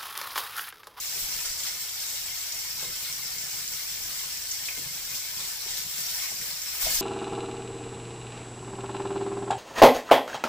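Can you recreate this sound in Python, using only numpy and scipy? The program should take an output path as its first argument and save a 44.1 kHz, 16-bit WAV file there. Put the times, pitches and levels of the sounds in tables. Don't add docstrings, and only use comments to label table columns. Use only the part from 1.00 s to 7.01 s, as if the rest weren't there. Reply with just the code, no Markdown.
import sys
import numpy as np
from scipy import signal
from scipy.fft import rfft, irfft, next_fast_len
from scipy.io import wavfile
from scipy.ndimage import map_coordinates

SR = 44100
rng = np.random.default_rng(int(sys.argv[2]) if len(sys.argv) > 2 else 0)


def inscribe(sig):
    pcm = np.round(np.clip(np.atleast_2d(sig).T, -1, 1) * 32767)
    wavfile.write(sys.argv[1], SR, pcm.astype(np.int16))


N = 265028

# (frequency [Hz], gain [dB])
OIL_SPECTRUM = [(200, -24), (420, -19), (650, -11), (950, -8), (1600, -6), (2700, -4.5), (4600, -0.1),
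                (6600, -0.9), (8600, -3), (10200, -1.5), (11000, -4), (11600, -0.2), (15400, 5.5)]
# (centre [Hz], width [Hz], lift [dB])
OIL_RESONANCES = [(2100, 420, 3), (5480, 950, 5), (7564, 770, 6.5)]
# (time [s], hold [s], sputter lift [dB], sizzle lift [dB], spray lift [dB])
STEAM_FLARES = [(.145, .28, 1.5, 1.3, 1.5), (.18, 0.038, -3, 0.5, 3.2), (.44, 0.024, 3, 3, 0),
                (.57, 0.028, -0.5, 4.5, 1), (.63, 0.046, 4.5, 4, 2.5), (.79, 0.032, -4, 2.5, 2),
                (.98, 0.18, 0.5, 2.2, 1.3), (1.78, 0.054, 4.5, 2.5, 1.5), (1.99, 0.07, 1.5, 2, 2),
                (2.66, .15, 0, -0.6, .5), (3.65, 0.05, -1, 1, 1), (4.14, 0.022, -2, 5, 3),
                (4.38, 0.023, 3, 3, -2), (4.6, 0.21, 2, 2, 0), (4.955, .29, 3, 2.5, 3.5),
                (4.985, 0.018, 0.5, 3, 4), (5.41, 0.097, 2.5, 1.5, 2.5), (5.715, 0.11, 4, 0, 3),
                (5.799, 0.22, 0, 4.5, 7), (5.812, 0.022, 5, 3.5, 0.5), (5.838, 0.13, 6, 3.5, 2),
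                (5.85, 0.048, 3.5, -1, -2.5), (5.94, 0.019, -2, -0.5, 0.5)]
# (frequency [Hz], width [Hz], gain [dB])
SKILLET_MODES = [(565, 26, -7), (730, 94, -14.5), (838, 50, -12.5), (1080, 19, -4.5), (1233, 18, -6),
                 (1497, 21, 1.5), (1771, 25, 1), (2154, 80, 5.5), (3144, 61, 4), (3720, 33, -2),
                 (5410, 160, 4.5), (7800, 160, 2)]
# (time [s], length [s], level [dB])
HANDLING_SWELLS = [(1.48, .8, -63)]
# (time [s], relative peak [dB], pitch [Hz], t60 [s])
SPITS_AND_CLICKS = [(0.33, -26, 5800, .02), (0.388, -28.5, 2316, 0.06), (0.455, -16, 7450, .06),
                    (0.635, -13.5, 7200, .02), (0.666, -22, 4800, 0.021), (0.669, -28, 2000, .1),
                    (1, -21, 5200, .02), (1.521, -16, 5400, 0.032), (2.126, -12, 5900, 0.012),
                    (2.383, -15, 5400, .03), (2.677, -14, 6500, .012), (2.747, -18, 5900, .015),
                    (2.766, -21, 4500, .012), (3.001, -24, 7500, .02), (3.512, -13, 6300, 0.044),
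                    (3.653, -19, 7300, .03), (3.654, -19, 4300, .03), (3.687, -20, 2450, 0.04),
                    (4.485, -20, 7500, .02), (4.774, -23, 5800, .015), (4.781, -18, 12500, .06),
                    (5.223, -26, 2160, 0.19), (5.252, -28.5, 2050, 0.16), (5.413, -23.5, 1880, 0.022),
                    (5.618, -15, 5730, .03), (5.82, -17, 14800, .09), (5.945, -13, 13700, 0.077),
                    (5.946, -13, 7600, 0.066)]
# (time [s], level [dB], pitch [Hz])
PAN_PINGS = [(1.312, -35, 2120), (1.503, -39, 2150), (1.575, -36, 2160), (1.787, -35, 2200),
             (1.85, -36.5, 2130), (2.072, -31, 2170), (2.22, -34.5, 2110), (2.36, -38.5, 2160),
             (3.651, -37, 2150), (3.727, -37, 2190), (3.76, -34.5, 2120), (3.88, -38, 2130),
             (4.08, -35, 2130), (5.205, -33, 2150), (5.27, -35, 2120), (5.838, -33, 2170),
             (5.893, -29.5, 2170)]
# (time [s], relative thock level [dB], pitch [Hz], t60 [s], grate level [dB])
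PAN_KNOCKS = [(.159, -46, 386, 0.09, -60), (.282, -50.5, 300, 0.077, -52), (1.826, -38.5, 506, 0.12, -54),
              (1.848, -46, 440, 0.089, -53), (3.774, -39, 420, .03, -57), (3.777, -37, 740, 0.028, -57),
              (3.786, -44, 297, 0.08, -39.5), (4.40, -38, 1120, 0.046, -64), (4.660, -40, 440, .06, -54),
              (4.981, -45, 600, .06, -49), (5.314, -37.5, 675, 0.047, -44), (5.852, -36, 550, 0.1, -51),
              (5.866, -20, 657, 0.032, -40), (5.905, -41, 520, .06, -43.5)]
# (time [s], level [dB])
PAN_CLACKS = [(3.686, -31.5), (3.693, -36), (3.711, -38)]
# (frequency [Hz], gain [dB], t60 [s])
CONTACT_MODES = [(1260, -16, 0.026), (2255, -3, .05), (2470, 0, .042), (2660, -9, .035), (2980, -10, .025)]
# (frequency [Hz], gain [dB], t60 [s])
GRATE_MODES = [(149, -3, 0.15), (173, -3, 0.1), (207, -8.5, 0.091), (268, -6.5, 0.084), (387, -11.5, 0.12),
               (459.5, -7.5, 0.14), (559, -17, 0.19)]
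# (time [s], length [s], level [dB])
PAN_SLIDES = [(.15, 0.26, -61), (1.7, 0.34, -60.5), (2.1, 0.69, -59), (2.92, 0.51, -61.5),
              (3.56, 0.23, -63), (3.8, 0.17, -56.5), (4.06, 0.12, -57.5), (4.32, 0.15, -58),
              (4.62, 0.302, -62.5), (4.96, 0.15, -58.5), (5.28, 0.29, -61), (5.86, 0.11, -62)]
# (frequency [Hz], relative density [dB])
FLAME_SPECTRUM = [(12, -32), (20, -15), (32, 8), (75, -4.5), (97, -1), (145, -0.5), (215, -13), (278, -9),
                  (316, -9.5), (381, -6.5), (426, -16), (464, -6), (600, -23), (780, -54), (1320, -120)]
# (frequency [Hz], rms level [dB])
MOTOR_PARTIALS = [(75, -66), (150, -73.5), (382, -75), (564, -87)]
# (time [s], length [s], level [dB])
ARM_DRAUGHTS = [(.21, 0.07, -50), (.345, 0.052, -47.5), (.45, .07, -48.5), (5.84, 0.06, -39.5),
                (5.925, .11, -43.5)]
# (frequency [Hz], t60 [s])
ROOM_T60 = [(150, 0.43), (1000, 0.16), (5000, 0.34), (15000, 0.057)]
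# (frequency [Hz], correlation [0..1])
STEREO_COHERENCE = [(100, 0.96), (300, 0.72), (600, 0.69), (1100, 0.42), (2200, 0.15), (5000, 0.00025),
                    (15000, 0.099)]
# (frequency [Hz], left over right [dB])
STEREO_TILT = [(1200, 0.76), (3000, 2.5), (4900, 0), (7400, 1.8), (8400, -0.5), (10100, -0.8), (11300, 6.5),
               (12200, -0.5), (14800, 5)]


def frying(fresh_db=2, drying_s=0.58):
    surge_db = 0.55 * wobble(15)
    boil_db = fresh_db * np.exp(-np.arange(N) / SR / drying_s) + surge_db
    flare_db = flares()
    sputter_db, sizzle_db, spray_db = boil_db + 0.3 * wobble(160) + flare_db
    oil = patties(sputter_db - 43, sizzle_db - 38.5, spray_db - 37.5)
    oil = flicker(oil, flare_db.mean(0))
    ring_gain = amp(sizzle_db) * (amp(-49.5) + strokes(HANDLING_SWELLS, edge_s=.06))
    return oil + ring_gain * skillet_ring()


def patties(sputter_db, sizzle_db, spray_db, spots=14):
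    sputter, sizzle, spray = amp(sputter_db), amp(sizzle_db), amp(spray_db)
    sound = np.zeros((2, N))
    for _ in range(spots):
        large = bubbles(per_s=140, low_hz=351.2, high_hz=3004, cycles=20.6, scatter_db=2.5, samples=1000)
        small = bubbles(per_s=340, low_hz=3018, high_hz=9204, cycles=4.5, scatter_db=3.5, samples=280)
        fine = bubbles(per_s=950, low_hz=8970, high_hz=16700, cycles=0.88, scatter_db=3.0, samples=32)
        spot = sputter * unit(large) + sizzle * unit(small) + spray * unit(fine)
        sound += kitchen(spot, near_db=3.0, room_db=4.5, near_t60_s=0.053)
    return filtered(sound, oil_colour) / np.sqrt(spots)


def bubbles(per_s, low_hz, high_hz, cycles, scatter_db, samples):
    pitch_draw, life_draw, level_draw, time_draw = rng.random((int(per_s * N / SR), 4)).T[..., None]
    pitch_hz = low_hz + (high_hz - low_hz) * pitch_draw
    life_s = cycles * np.exp(2 * life_draw - 1) / pitch_hz
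    strength = amp(-scatter_db * np.log(np.maximum(level_draw, .004))) / np.sqrt(life_s)
    k = np.arange(samples)
    rings = strength * np.sin(2 * np.pi * pitch_hz * k / SR) * np.exp(-k / SR / life_s)
    onsets = (time_draw * N).astype(int)
    return np.bincount((onsets + k).ravel(), rings.ravel(), N)[:N]


def oil_colour(hz):
    lift_db = sum(db / (1 + (2 * (hz - centre) / width) ** 2) for centre, width, db in OIL_RESONANCES)
    return amp(along(OIL_SPECTRUM, hz) + lift_db)


def flares(attack_s=0.011, release_s=0.012):
    t, lift_db = np.arange(N) / SR, np.zeros((3, N))
    for time_s, hold_s, *lifts in STEAM_FLARES:
        rise = np.clip((t - time_s) / attack_s, 0, 1)
        fall = np.exp(-np.maximum(t - time_s - hold_s, 0) / release_s)
        lift_db += np.outer(lifts, rise * fall)
    return lift_db


def flicker(sound, flare_db, depth_db=0.88, damping_db_per_db=0.27):
    change = np.zeros_like(sound)
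    for centre_hz, width_hz, _ in OIL_RESONANCES:
        band = filtered(sound, lambda hz: 1 / (1 + (2 * (hz - centre_hz) / width_hz) ** 4))
        gain = amp(depth_db * wobble(24) - damping_db_per_db * flare_db)
        change += (gain - 1) * band
    return sound + change


def skillet_ring(bursts_per_s=110, scatter_db=2.5):
    sizes = amp(scatter_db * np.minimum(rng.exponential(size=(2, N)), 4))
    bursts = sizes * (rng.random((2, N)) < bursts_per_s / SR)
    modes = lambda hz: sum(amp(db) * resonance(hz, centre, q=centre / width)
                           for centre, width, db in SKILLET_MODES)
    return unit(spread(filtered(bursts, modes)))


def spits_and_clicks():
    track, t = np.zeros(N), np.arange(SR // 8) / SR
    for time_s, db, pitch_hz, t60_s in SPITS_AND_CLICKS:
        noise = rng.standard_normal(len(t)) * fade(t, t60_s)
        burst = filtered(noise, lambda hz: resonance(hz, pitch_hz, q=2.7) ** 2)
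        add(track, time_s, amp(db - 5.5) * burst / np.abs(burst).max())
    return kitchen(track, near_db=1, room_db=-4.0, near_t60_s=0.069)


def pings(attack_s=0.0065, t60_s=0.092):
    track, t = np.zeros(N), np.arange(SR // 4) / SR
    envelope = fade(t, t60_s) * (1 - np.exp(-t / attack_s))
    for time_s, db, pitch_hz in PAN_PINGS:
        add(track, time_s, amp(db) * np.sin(2 * np.pi * pitch_hz * t) * envelope)
    return kitchen(track, near_db=-8, room_db=-7)


def knocks(attack_s=0.0019):
    track, t = np.zeros(N), np.arange(SR // 3) / SR
    rise = 1 - np.exp(-t / attack_s)
    for time_s, db, pitch_hz, t60_s, grate_db in PAN_KNOCKS:
        noise = rng.standard_normal(len(t))
        puff = unit(filtered(noise, lambda hz: resonance(hz, pitch_hz, q=1.9) ** 2))
        thock = (0.68 * np.sin(2 * np.pi * pitch_hz * t) + 0.39 * puff) * fade(t, t60_s)
        grate = struck(GRATE_MODES, t, scatter_db=1.9)
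        add(track, time_s, (amp(db + 2.0) * thock + amp(grate_db) * grate) * rise)
    return kitchen(track, near_db=-41, room_db=-5.5)


def clacks():
    track, t = np.zeros(N), np.arange(SR // 8) / SR
    for time_s, db in PAN_CLACKS:
        add(track, time_s, amp(db) * struck(CONTACT_MODES, t, scatter_db=1.7))
    return kitchen(track, near_db=-4, room_db=-9)


def sliding(slips_per_s=160, resting_db=-74):
    slips = rng.standard_normal(N) * (rng.random(N) < slips_per_s / SR)
    grate = struck(GRATE_MODES, np.arange(SR // 3) / SR)
    rumble = unit(signal.fftconvolve(slips, grate)[:N])
    return (amp(resting_db) + strokes(PAN_SLIDES, edge_s=0.076)) * rumble


def burners(level_db=-60.5, waver_db=2.6):
    noise = spread(rng.standard_normal((2, N)))
    rush = unit(filtered(noise, lambda hz: amp(along(FLAME_SPECTRUM, hz))))
    return rush * amp(level_db + waver_db * wobble(10))


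def motor(drift_rad=.5):
    t = np.arange(N) / SR
    return sum(amp(db) * np.sqrt(2) * np.sin(2 * np.pi * hz * t + drift_rad * wobble(3.7))
               for hz, db in MOTOR_PARTIALS)


def draughts(centre_hz=33):
    air = unit(filtered(rng.standard_normal(N), lambda hz: resonance(hz, centre_hz, q=1.8) ** 2))
    return strokes(ARM_DRAUGHTS, edge_s=0.035) * air


def kitchen(x, near_db, room_db, near_t60_s=0.048):
    hz, t, spectra = signal.stft(rng.standard_normal((2, SR // 3)), SR, nperseg=256)
    tail = signal.istft(spectra * fade(t, along(ROOM_T60, hz)[:, None]), SR, nperseg=256)[1]
    near = rng.standard_normal(tail.shape) * fade(np.arange(tail.shape[1]) / SR, near_t60_s)
    tail *= amp(room_db) / np.linalg.norm(tail[0])
    near *= amp(near_db) / np.linalg.norm(near[0])
    response = spread(tail + near)
    response[0, 0] += 1
    response[1, rng.integers(1, 5)] += 1
    return signal.fftconvolve(x[None], response / np.linalg.norm(response[0]), axes=1)[:, :N]


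def spread(pair):
    angle = lambda hz: np.arccos(np.clip(along(STEREO_COHERENCE, hz), -1, 1)) / 2
    mid, side = filtered(pair, lambda hz: np.array([np.cos(angle(hz)), np.sin(angle(hz))]))
    return np.array([mid + side, mid - side])


def struck(modes, t, scatter_db=0):
    ring = np.zeros(len(t))
    for hz, db, t60_s in modes:
        if scatter_db:
            db += rng.normal(0, scatter_db)
        ring += amp(db) * np.sin(2 * np.pi * hz * t) * fade(t, t60_s)
    return ring


def strokes(rows, edge_s):
    t = np.arange(N) / SR
    return sum(amp(db) * np.clip(.5 + np.minimum(t - time_s, time_s + length_s - t) / edge_s, 0, 1)
               for time_s, length_s, db in rows)


def amp(db):
    return 10 ** (np.asarray(db) / 20)


def unit(x):
    return x / np.sqrt(np.mean(x ** 2) + 1e-20)


def along(points, hz):
    knots_hz, values = np.transpose(points)
    return np.interp(np.log(hz + 1), np.log(knots_hz), values)


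def wobble(knots_per_s):
    knots = rng.standard_normal(int(N * knots_per_s / SR) + 4)
    return map_coordinates(knots, [np.arange(N) * knots_per_s / SR])


def fade(t, t60_s):
    return np.exp(-np.log(1000) * t / t60_s)


def filtered(x, response):
    n = x.shape[-1]
    padded = next_fast_len(n + 8192)
    return irfft(rfft(x, padded) * response(np.fft.rfftfreq(padded, 1 / SR)), padded)[..., :n]


def resonance(hz, centre_hz, q):
    damping = 1j * hz * centre_hz / q
    return damping / (centre_hz ** 2 - hz ** 2 + damping)


def add(track, time_s, sound):
    part = track[..., round(time_s * SR):][..., :sound.shape[-1]]
    part += sound[..., :part.shape[-1]]


def scene():
    pan = frying() + spits_and_clicks() + pings() + knocks() + sliding()
    return pan + burners() + motor() + draughts() + clacks()


def record(dry, top_hz=15550):
    return filtered(dry, lambda hz: amp(np.outer([.5, -.5], along(STEREO_TILT, hz))) * (hz < top_hz))


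dry = scene()
out = record(dry)
inscribe(out)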